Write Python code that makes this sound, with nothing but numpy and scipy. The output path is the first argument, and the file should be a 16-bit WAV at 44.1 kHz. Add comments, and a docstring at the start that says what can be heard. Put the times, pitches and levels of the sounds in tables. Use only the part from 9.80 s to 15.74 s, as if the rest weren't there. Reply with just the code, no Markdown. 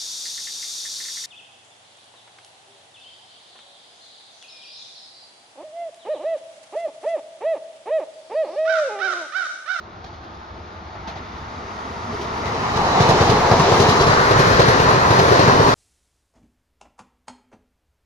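"""A distant rumble and roar swell as an electric passenger train nears a platform and runs past a hand-held camera.
Wheels on rail are five bands of shaped noise, rumble, sleepers, rolling, hiss and sizzle, that follow every axle.
Axles thump over rail joints with a bending dip and short rings; flange tones groan and chirp now and then.
The sound swings from ahead to the left of the two microphone ports as the camera turns after the train,
and its peaks touch full scale."""
import sys
import numpy as np
from scipy import signal
from scipy.fft import rfft, irfft, next_fast_len
from scipy.io import wavfile
from scipy.ndimage import uniform_filter1d, map_coordinates

SR = 44100
rng = np.random.default_rng(int(sys.argv[2]) if len(sys.argv) > 2 else 0)


def generate_wav(signal):
    """Clip the signal to [-1, 1] and save it as 16-bit WAV at the path in sys.argv[1]."""
    frames = np.transpose(np.atleast_2d(signal))
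    scaled = np.clip(frames, -1, 1) * 32767
    pcm = np.round(scaled).astype(np.int16)
    wavfile.write(sys.argv[1], SR, pcm)


N = 262031
FRAME = 2048  # samples in one spectral frame

# Axles striking rail joints, all levels relative within their own layer. Each row: time in seconds,
# thump in dB, nominal thump pitch in Hz, knock in dB, clank in dB, rattle in dB.
JOINT_BLOWS = [(0.241, -34, 182, -40, -35, -39.5), (0.328, -36.5, 150, -45, -38, -47),
               (0.429, -31, 98, -53.5, -39, -50), (0.772, -31, 96, -50, -49, -57),
               (1.144, -39, 157, -44, -32.5, -52), (1.273, -26.5, 236, -37, -25, -33.5),
               (1.357, -26, 118, -42, -29, -38), (1.579, -46, 96, -33, -37, -53),
               (2.324, -36, 178, -23, -45, -39), (2.411, -34, 149, -25, -39, -34),
               (2.652, -31, 101, -33, -35, -30.5), (2.738, -31, 165, -24, -38, -38),
               (2.959, -14, 144, -15, -23, -28), (3.048, -17, 159, -25, -18, -31),
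               (3.201, -3, 148, -9, -13, -21), (3.288, -5, 138, -10, -11.5, -20),
               (3.405, -5.5, 114, -7, -32, -24), (3.492, -7, 130, -15, -16, -23),
               (3.556, -10, 142, -22, -29, -36), (3.711, -5, 132, -7.5, -10.5, -21.5),
               (3.794, -4.5, 158, -24, -13.5, -22), (3.84, -13, 150, -27, -22, -32),
               (3.915, -9, 130, -7, -13.5, -29), (3.998, -3.5, 130, -4, -22, -17),
               (4.085, -5, 128, -28, -28, -18.5), (4.201, -7, 118, -8, -32, -20),
               (4.266, -11, 146, -24, -28, -21), (4.289, -8.5, 132, -28, -31, -21.5),
               (4.326, -10, 129, -18, -15, -24), (4.507, -7.5, 127, -4.5, -20, -25),
               (4.555, -11, 142, -20, -15, -38), (4.59, -4, 149, -9, -17, -21),
               (4.666, -9, 132, -26, -32, -30), (4.704, -5.5, 120, -7, -31, -26),
               (4.792, -6, 137, -3, -18, -18), (4.88, -6.5, 141, -9, -11, -19.5),
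               (4.997, -10, 126, -11, -18, -24), (5.061, -10.5, 132, -18, -26, -30),
               (5.084, -16, 153, -10, -28, -24), (5.121, -19, 137, -22, -28, -30),
               (5.303, -6, 120, -2.5, -13, -22), (5.354, -18, 156, -20, -20, -35),
               (5.386, -6, 139, -6, -10.5, -19.5), (5.408, -10, 155, -20, -26, -36),
               (5.508, -11, 139, -8, -24, -28), (5.518, -23, 139, 0, -24, -28),
               (5.589, -6, 139, -1.5, -19, -21), (5.631, -17, 118, -22, -24, -30),
               (5.676, -6, 140, -4, -8, -22), (5.793, -7.5, 122, -4.5, -31, -27),
               (5.859, -12, 150, -11, -24, -30), (5.879, -10, 167, -7, -20, -24)]


def amp(db):
    """Amplitude ratio of a level in dB."""
    return 10 ** (np.asarray(db) / 20)


def unit(x):
    """Scale to an rms of 1."""
    return x / np.sqrt(np.mean(x ** 2) + 1e-20)


def along(points, hz):
    """Read (Hz, value) points on a log frequency axis."""
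    point_hz, values = np.transpose(points)
    return np.interp(np.log(hz + 1), np.log(point_hz + 1), values)


def curves(rows, t):
    """Read each column after the time at times t."""
    seconds, *columns = np.transpose(rows)
    return [np.interp(t, seconds, column) for column in columns]


def wobble(rate):
    """A smooth random curve with rate knots a second."""
    knots = rng.standard_normal(int(N * rate / SR) + 4)
    return map_coordinates(knots, [np.arange(N) * rate / SR])


def blend(tables, hz, place):
    """Mix neighbouring frequency tables by the place of the wheels."""
    place = np.clip(place, 0, len(tables) - 1)
    return sum(along(points, hz) * np.maximum(1 - abs(place - k), 0) for k, points in enumerate(tables))


def axle_times():
    """Seconds after the first axle at which each axle passes a fixed point."""
    cars = 9
    car_s, bogies_s = .796, .510  # car to car, front to rear bogie
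    front_axles_s, rear_axles_s = .087, .083  # axle to axle in each bogie
    car = [0, front_axles_s, bogies_s, bogies_s + rear_axles_s]
    return (car_s * np.arange(cars)[:, None] + car).ravel()


def passing(abreast, reach, axle_db, lead_db, growth, background_db, turned_db):
    """Level in dB of all axles together: each follows inverse-square distance and is screened once gone by."""
    gone_db = -5.5  # screening of one axle, before growth
    turn_s = 3.6, 4.35  # start and end of the camera's turn after the train
    t = np.arange(0, N + 256, 256) / SR
    axles = axle_times()
    u = (t[:, None] - abreast - axles) / reach
    screen = 1 + (amp(gone_db) ** 2 - 1) * (1 + np.tanh(u)) / 2
    leading_bogie = np.arange(len(axles)) < 2
    near = (screen / (1 + u ** 2)) @ amp(lead_db * leading_bogie) ** 2
    power = amp(axle_db) ** 2 * near ** growth + amp(background_db) ** 2
    level_db = 10 * np.log10(power) + np.interp(t, turn_s, [0, turned_db])
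    return np.interp(np.arange(N) / SR, t, level_db)


def rush(spectra, patchy_db):
    """Two noises of steady strength whose colour follows the train, with patches of random gain."""
    # Colour against distance. Each row: time in seconds, nearness (0 far, 1 near, 2 abreast, 3 gone by).
    nearness = [(0, 0), (1.1, .1), (2, 1), (2.5, 1.1), (2.95, 2), (4, 2.1), (4.6, 3), (5.94, 3)]
    hz, t, z = signal.stft(rng.standard_normal((2, N)), SR, nperseg=FRAME)
    gain = amp(blend(spectra, hz[:, None], curves(nearness, t)[0]))
    gain = gain / np.sqrt(np.mean(gain ** 2, axis=0))
    patches = uniform_filter1d(rng.standard_normal(z.shape[1:]), size=8, axis=0)  # across frequency
    patches = uniform_filter1d(patches, size=3, axis=1)  # across time
    coloured = z * gain * amp(patchy_db * unit(patches))
    return unit(signal.istft(coloured, SR, nperseg=FRAME)[1][:, :N])


def blows(levels_db, rise, fall):
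    """Power envelope of a shake that starts at each joint, with rise and fall times in seconds."""
    power, t = np.zeros(N + SR), np.arange(SR // 4) / SR
    shape = (1 - np.exp(-t / rise)) * np.exp(-t / fall)
    for start, db in zip(np.transpose(JOINT_BLOWS)[0], levels_db):
        power[round(start * SR):][:len(t)] += amp(db) ** 2 * shape
    return power[:N]


def wheels():
    """Rough wheels on rough rails: bands of noise, most of them shaken harder just after a joint."""
    # Noise colours of the train far off, near, abreast and gone by; a shorter set holds its last colour.
    # Each row: frequency in Hz, relative density in dB per Hz.
    rumble_colours = ([(13, -53), (22, -25), (38, -50), (57, -10.5), (75, 6), (118, -20.5), (194, -11.5),
                      (300, -17.5), (390, -43), (660, -120)], [(13, -47), (22, -21), (32, -34), (59, -1),
                      (75, -0.5), (181, -10), (221, -3), (300, -13), (390, -21), (660, -120)], [(13, -46),
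                      (22, -11), (48, -8), (107, 2.5), (166, 2), (300, -2.5), (390, -57), (660, -120)],
                      [(13, -46), (22, -16), (113, -3), (161, -2), (205, -10), (300, -9), (390, -31),
                      (660, -120)])
    sleeper_colours = [(180, -47), (300, -28), (329, -9), (361, -15.5), (570, -20.5), (740, -54),
                       (1250, -120)], [(180, -42), (300, -3), (430, 0), (466, -0.5), (570, -10), (740, -36),
                       (1250, -120)], [(180, -32), (300, -13), (392, -0.5), (570, -5), (740, -7.5),
                       (1250, -120)]
    rolling_colours = ([(330, -38), (560, -14), (627, -3), (837, -3.5), (904, 0), (976, -7.5), (1060, -2),
                       (1110, -6), (1200, -2.5), (2300, -20), (2990, -25.5), (5060, -120)], [(330, -31),
                       (560, -15), (657, -2.5), (766, -8), (953, -2), (1040, -3.5), (1300, -4),
                       (1660, -14.5), (1870, -12.5), (2300, -18.5), (2990, -29), (5060, -120)], [(330, -18),
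                       (560, -21), (722, -8.5), (942, -7.5), (1180, -10), (1490, -17.5), (1910, -18.5),
                       (2300, -22), (2990, -30), (5060, -120)], [(330, -57), (560, -18), (753, -10.5),
                       (1040, -5), (1260, -8.5), (1870, -14), (2300, -23.5), (2990, -42), (5060, -120)])
    hiss_colours = ([(1410, -15), (2400, -6), (2730, -8.5), (3570, -0.5), (4540, -5), (4800, -6),
                    (6570, -14), (6960, -22), (8200, -51), (10700, -66), (18000, -120)], [(1410, -16.5),
                    (2400, -9), (3070, -8), (3790, -6.5), (4180, -10), (4630, -7.5), (5750, -12),
                    (6410, -13), (8200, -34), (10700, -36), (18000, -120)], [(1410, -9), (2400, -8),
                    (2960, -0.5), (3370, -3.5), (3970, 0.5), (4360, -1.5), (5870, -5), (6640, -8),
                    (8200, -24.5), (10700, -40), (18000, -120)], [(1410, -22), (2400, -0.5), (3390, -4.5),
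                    (4080, 0.5), (5080, -3.5), (6510, -8.5), (8200, -24), (10700, -51), (18000, -120)])
    sizzle_colours = ([(4880, -30), (8300, 0.5), (10500, 5), (11800, -2.5), (14100, -6), (15300, -14)],)
    # The pass of rumble, sleepers, rolling, hiss and sizzle. Each row: first axle abreast in seconds,
    # time from abreast at half power in seconds (before growth), axle level in dB, leading bogie over the
    # others in dB (before growth), growth with nearness (exponent), background in dB,
    # gain once the camera has turned in dB.
    bands = [(3.36, 0.36, -32, 0, 1.65, -46.5, -0.6), (3.395, 0.31, -32, 1.7, 2.17, -52.5, 1.5),
             (3.36, 0.42, -31, 3.5, 2.024, -46, 2), (3.374, 0.3, -36.5, 1.66, 1.91, -70, 1),
             (3.37, 0.39, -70, 2.5, 2.9, -106, 2.5)]
    rumble_db, sleepers_db, rolling_db, hiss_db, sizzle_db = (passing(*band) for band in bands)
    _, thump_db, _, knock_db, clank_db, rattle_db = np.transpose(JOINT_BLOWS)
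    flutter = wobble(12)  # shared by rolling, hiss and sizzle

    thump = blows(thump_db - 17, rise=.015, fall=0.016)
    rumble = np.sqrt(amp(rumble_db + .8 * wobble(9)) ** 2 + thump)

    knock = blows(knock_db - 8, rise=.005, fall=.012)
    sleepers = np.sqrt(amp(sleepers_db + 1.03 * wobble(9.2)) ** 2 + knock)

    clank = blows(clank_db - 4.5, rise=0.014, fall=0.022)
    rolling = np.sqrt(amp(rolling_db + 0.2 * flutter + 0.53 * wobble(30)) ** 2 + clank)

    # the rattle comes in uneven flecks
    rattle = blows(rattle_db - 0.5, rise=0.0083, fall=0.014) * amp(4.2 * wobble(160))
    hiss = np.sqrt(amp(hiss_db + 0.53 * flutter) ** 2 + rattle)

    # the sizzle rises with the rattle's share of the hiss
    rattle_lift = (1 + rattle / amp(hiss_db) ** 2) ** 0.58
    sizzle = amp(sizzle_db + 0.51 * flutter + 1.4 * wobble(27)) * rattle_lift

    return (rumble * rush(rumble_colours, patchy_db=1.2)
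            + sleepers * rush(sleeper_colours, patchy_db=-0.57)
            + rolling * rush(rolling_colours, patchy_db=0.77)
            + hiss * rush(hiss_colours, patchy_db=1.0)
            + sizzle * rush(sizzle_colours, patchy_db=3.5))


def swells(x):
    """The roar swells or sags in one band at a time, smoothly in time and pitch."""
    # Each row: middle in seconds, half length in seconds, centre in Hz, half width in octaves, lift in dB.
    moments = [(2.8, 0.65, 430, .35, 2.5), (3.12, 0.13, 830, 0.55, 3), (3.3, 0.078, 760, 0.3, 3.5),
               (3.12, .2, 3970, 0.11, 2.5), (1.32, 0.35, 2240, 0.44, 3), (3.704, 0.065, 480, 0.38, 3),
               (3.74, 0.16, 780, 0.33, 2), (3.9, 0.067, 450, .3, 0.5), (4.35, 0.24, 1160, 0.47, 2.5),
               (4.65, 0.48, 1800, 0.43, 2.5), (4.84, 0.17, 447, .35, 2.5), (5.2, 0.23, 820, 0.46, 2.5),
               (5.505, 0.13, 464, 0.53, 0), (5.77, 0.31, 246, 0.28, 6.5), (5.877, 0.17, 860, 0.54, 3),
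               (3.62, .07, 3900, .7, -2), (4.83, .05, 3800, 0.37, 3), (5.21, .07, 4500, .7, -1.5),
               (5.46, .05, 4200, .7, -2), (5.75, .06, 4400, .6, 1), (5.22, 0.066, 450, .5, -2),
               (5.05, 0.062, 450, 0.31, 2), (5.57, .06, 580, 0.27, 2.5)]
    hz, t, z = signal.stft(x, SR, nperseg=FRAME)
    lift_db = 0
    for middle, half, mid_hz, octaves, db in moments:
        off_pitch = np.log2((hz[:, None] + 1) / mid_hz) / octaves
        lift_db = lift_db + db * np.exp(-off_pitch ** 2 - ((t - middle) / half) ** 2)
    return signal.istft(z * amp(lift_db), SR, nperseg=FRAME)[1][:, :N]


def flange():
    """Wheel flange and rail sing briefly: short tones of drifting phase, low groans and high chirps."""
    # Each row: start in seconds, length in seconds, pitch in Hz, level in dB.
    chirps = [(0.238, .022, 760, -34.5), (1.246, 0.044, 904, -29), (1.354, .02, 760, -31),
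              (2.325, .04, 419, -28), (2.386, 0.032, 350, -26), (2.421, 0.044, 434, -32),
              (2.725, .055, 455, -26.5), (2.96, .025, 3980, -30), (3.11, .04, 3900, -30),
              (3.196, .03, 4100, -28), (3.29, .03, 4000, -28), (3.324, .02, 10300, -44),
              (4.856, 0.02, 10350, -38), (4.9, .025, 10250, -39), (4.945, .04, 10350, -47)]
    out = np.zeros(N)
    for start, length, hz, db in chirps:
        t = np.arange(round(length * SR)) / SR
        walk = uniform_filter1d(np.cumsum(rng.standard_normal(len(t))), size=90)
        drift = walk * 0.047 * (hz / 10000) ** .25
        tone = np.sin(2 * np.pi * hz * t + drift)
        out[round(start * SR):][:len(t)] += amp(db) * np.sin(np.pi * t / length) * tone
    return out


def ring(modes, t):
    """One blow: every mode decays from a new strength and phase, with a soft start."""
    scatter_db = rng.normal(0, 2.6, len(modes))
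    phases = rng.uniform(0, 2 * np.pi, len(modes))
    tones = 0
    for (hz, db, t60), extra_db, phase in zip(modes, scatter_db, phases):
        tones = tones + amp(db + extra_db - 60 * t / t60) * np.sin(2 * np.pi * hz * t + phase)
    return tones * (1 - np.exp(-t / .005))


def thumps():
    """The rail end dips and springs back in little more than one sinking cycle, then rebounds once;
    sleepers and steel ring briefly."""
    # What a blow rings in the sleepers, and in wheel and rail.
    # Each row: frequency in Hz, relative level in dB, 60 dB decay time in seconds.
    wood = [(390, 0, .06), (460, -1, .05), (560, -1, .04)]
    steel = [(675.5, 4.5, 0.12), (743, 8, 0.037), (818, 10, 0.04), (900, 4.5, 0.082), (1085, 1, 0.048),
             (1870, -30, 0.029), (3970, -19, .05), (4700, -5, .04)]
    out, t = np.zeros(N + SR), np.arange(SR // 10) / SR
    swell = (t / 0.0061 * np.exp(1 - t / 0.0055)) ** 2
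    for start, db, hz, knock_db, clank_db, _ in JOINT_BLOWS:
        # the pitch sinks towards 0.74 of nominal
        cycles = hz * (0.74 * t + 0.3 * 0.011 * (1 - np.exp(-t / 0.0092)))
        dip = amp(db - 0.2) * swell * np.sin(2 * np.pi * cycles + 2.75)
        knock = amp(knock_db - 6) * ring(wood, t)
        clank = amp(clank_db - 8) * ring(steel, t)
        at = round(start * SR)
        out[at:][:len(t)] += dip + knock + clank
        rebound = at + round(.043 * SR)
        out[rebound:][:len(t)] += amp(-11.5) * dip
    # the thumps carry no deep bass
    return signal.sosfilt(signal.butter(2, 65, "high", fs=SR, output="sos"), out[:N])


def at_ports(one, other):
    """Two signals become left and right with the likeness, delay and lean of the train's place."""
    # Where the nearest wheels are. Each row: time in seconds,
    # place (0 ahead, 1 abreast, 2 gone by), lead of the left port in ms.
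    places = [(0, 0, -.16), (2.5, .1, -.16), (3, 1, -.16), (3.4, 1, -.14), (3.7, 1, 0), (4.1, 1.2, .16),
              (4.5, 2, .33), (5.94, 2, .35)]
    # For ahead, abreast and gone by. Each row: frequency in Hz, left-right likeness (0 to 1, before phase mixing).
    likeness = ([(60, .99), (170, .97), (345, .9), (520, .6), (860, .38), (1030, .45), (1380, .25),
                (1900, .43), (2250, .63), (6500, .56), (8000, .2), (13000, .1)], [(60, .99), (170, .97),
                (345, .92), (520, .66), (860, .58), (1200, .42), (1550, .45), (1900, .18), (13000, .05)],
                [(60, .99), (170, .97), (345, .93), (520, .78), (700, .64), (1000, .38), (1550, .6),
                (1900, .42), (2750, .38), (4000, .25), (13000, .05)])
    # For ahead, abreast and gone by. Each row: frequency in Hz, left over right in dB.
    leans = [(60, 0.5), (92, 1), (140, 1.5), (210, 0.5), (330, 1.5), (500, 1.5), (770, -1), (1170, -0.5),
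             (1790, 2.5), (2740, 3), (4190, 0.5), (6410, -1.5), (9810, 10), (15000, 28)], [(60, 0),
             (92, 2.5), (140, 1.5), (210, 1), (330, 2), (500, 2), (770, -1), (1170, 1), (1790, 2.5),
             (2740, 3), (4190, 0.5), (6410, -2.5), (9810, 8), (15000, 13)], [(60, 1.5), (92, 2), (140, 1),
             (210, 2), (330, 1.5), (500, 0), (770, 0.5), (1170, 0), (1790, 3), (2740, 5), (4190, 4),
             (6410, -0.5), (9810, 11), (15000, 18)]
    # The camera body turns the phase of sound from ahead. Each row: frequency in Hz, lag of the left in radians.
    body_shadow = [(170, 0), (520, 0), (860, .8), (1030, 2.2), (1380, 3.1), (1550, 3.2), (1900, 5.7),
                   (2750, 6.2), (5200, 5.8), (6500, 5)]
    hz, t, (a, b) = signal.stft([one, other], SR, nperseg=FRAME)
    hz = hz[:, None]
    place, lead_ms = curves(places, t)
    ahead = np.clip(1 - place, 0, 1)
    # sound from ahead and from the side share the ports, each with its own phase
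    delay = np.exp(2j * np.pi * hz * lead_ms / 1000)
    cross = ahead * np.exp(-1j * along(body_shadow, hz)) + (1 - ahead) * delay
    spread = np.arccos(np.clip(blend(likeness, hz, place) * abs(cross), 0, 1)) / 2
    lean = amp(blend(leans, hz, place) / 2)  # half of it on each port
    mid, side = a * np.cos(spread), b * np.sin(spread)
    left = (mid + side) * lean
    right = (mid - side) / lean * np.exp(-1j * np.angle(cross))
    return signal.istft(np.array([left, right]), SR, nperseg=FRAME)[1][:, :N]


def scene():
    """The roar of the wheels with thumps and flange tones, as it reaches the two microphone ports."""
    one, other = swells(wheels())
    return at_ports(one + thumps() + flange(), other)


def record(dry):
    """The converter clips at full scale and keeps nothing above its band limit."""
    top_hz = 15400
    size = next_fast_len(N + SR)
    spectrum = rfft(np.clip(dry, -1, 1), size)
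    spectrum = spectrum * (np.fft.rfftfreq(size, 1 / SR) < top_hz)
    return np.clip(irfft(spectrum, size)[:, :N], -1, 1)


dry = scene()
out = record(dry)
generate_wav(out)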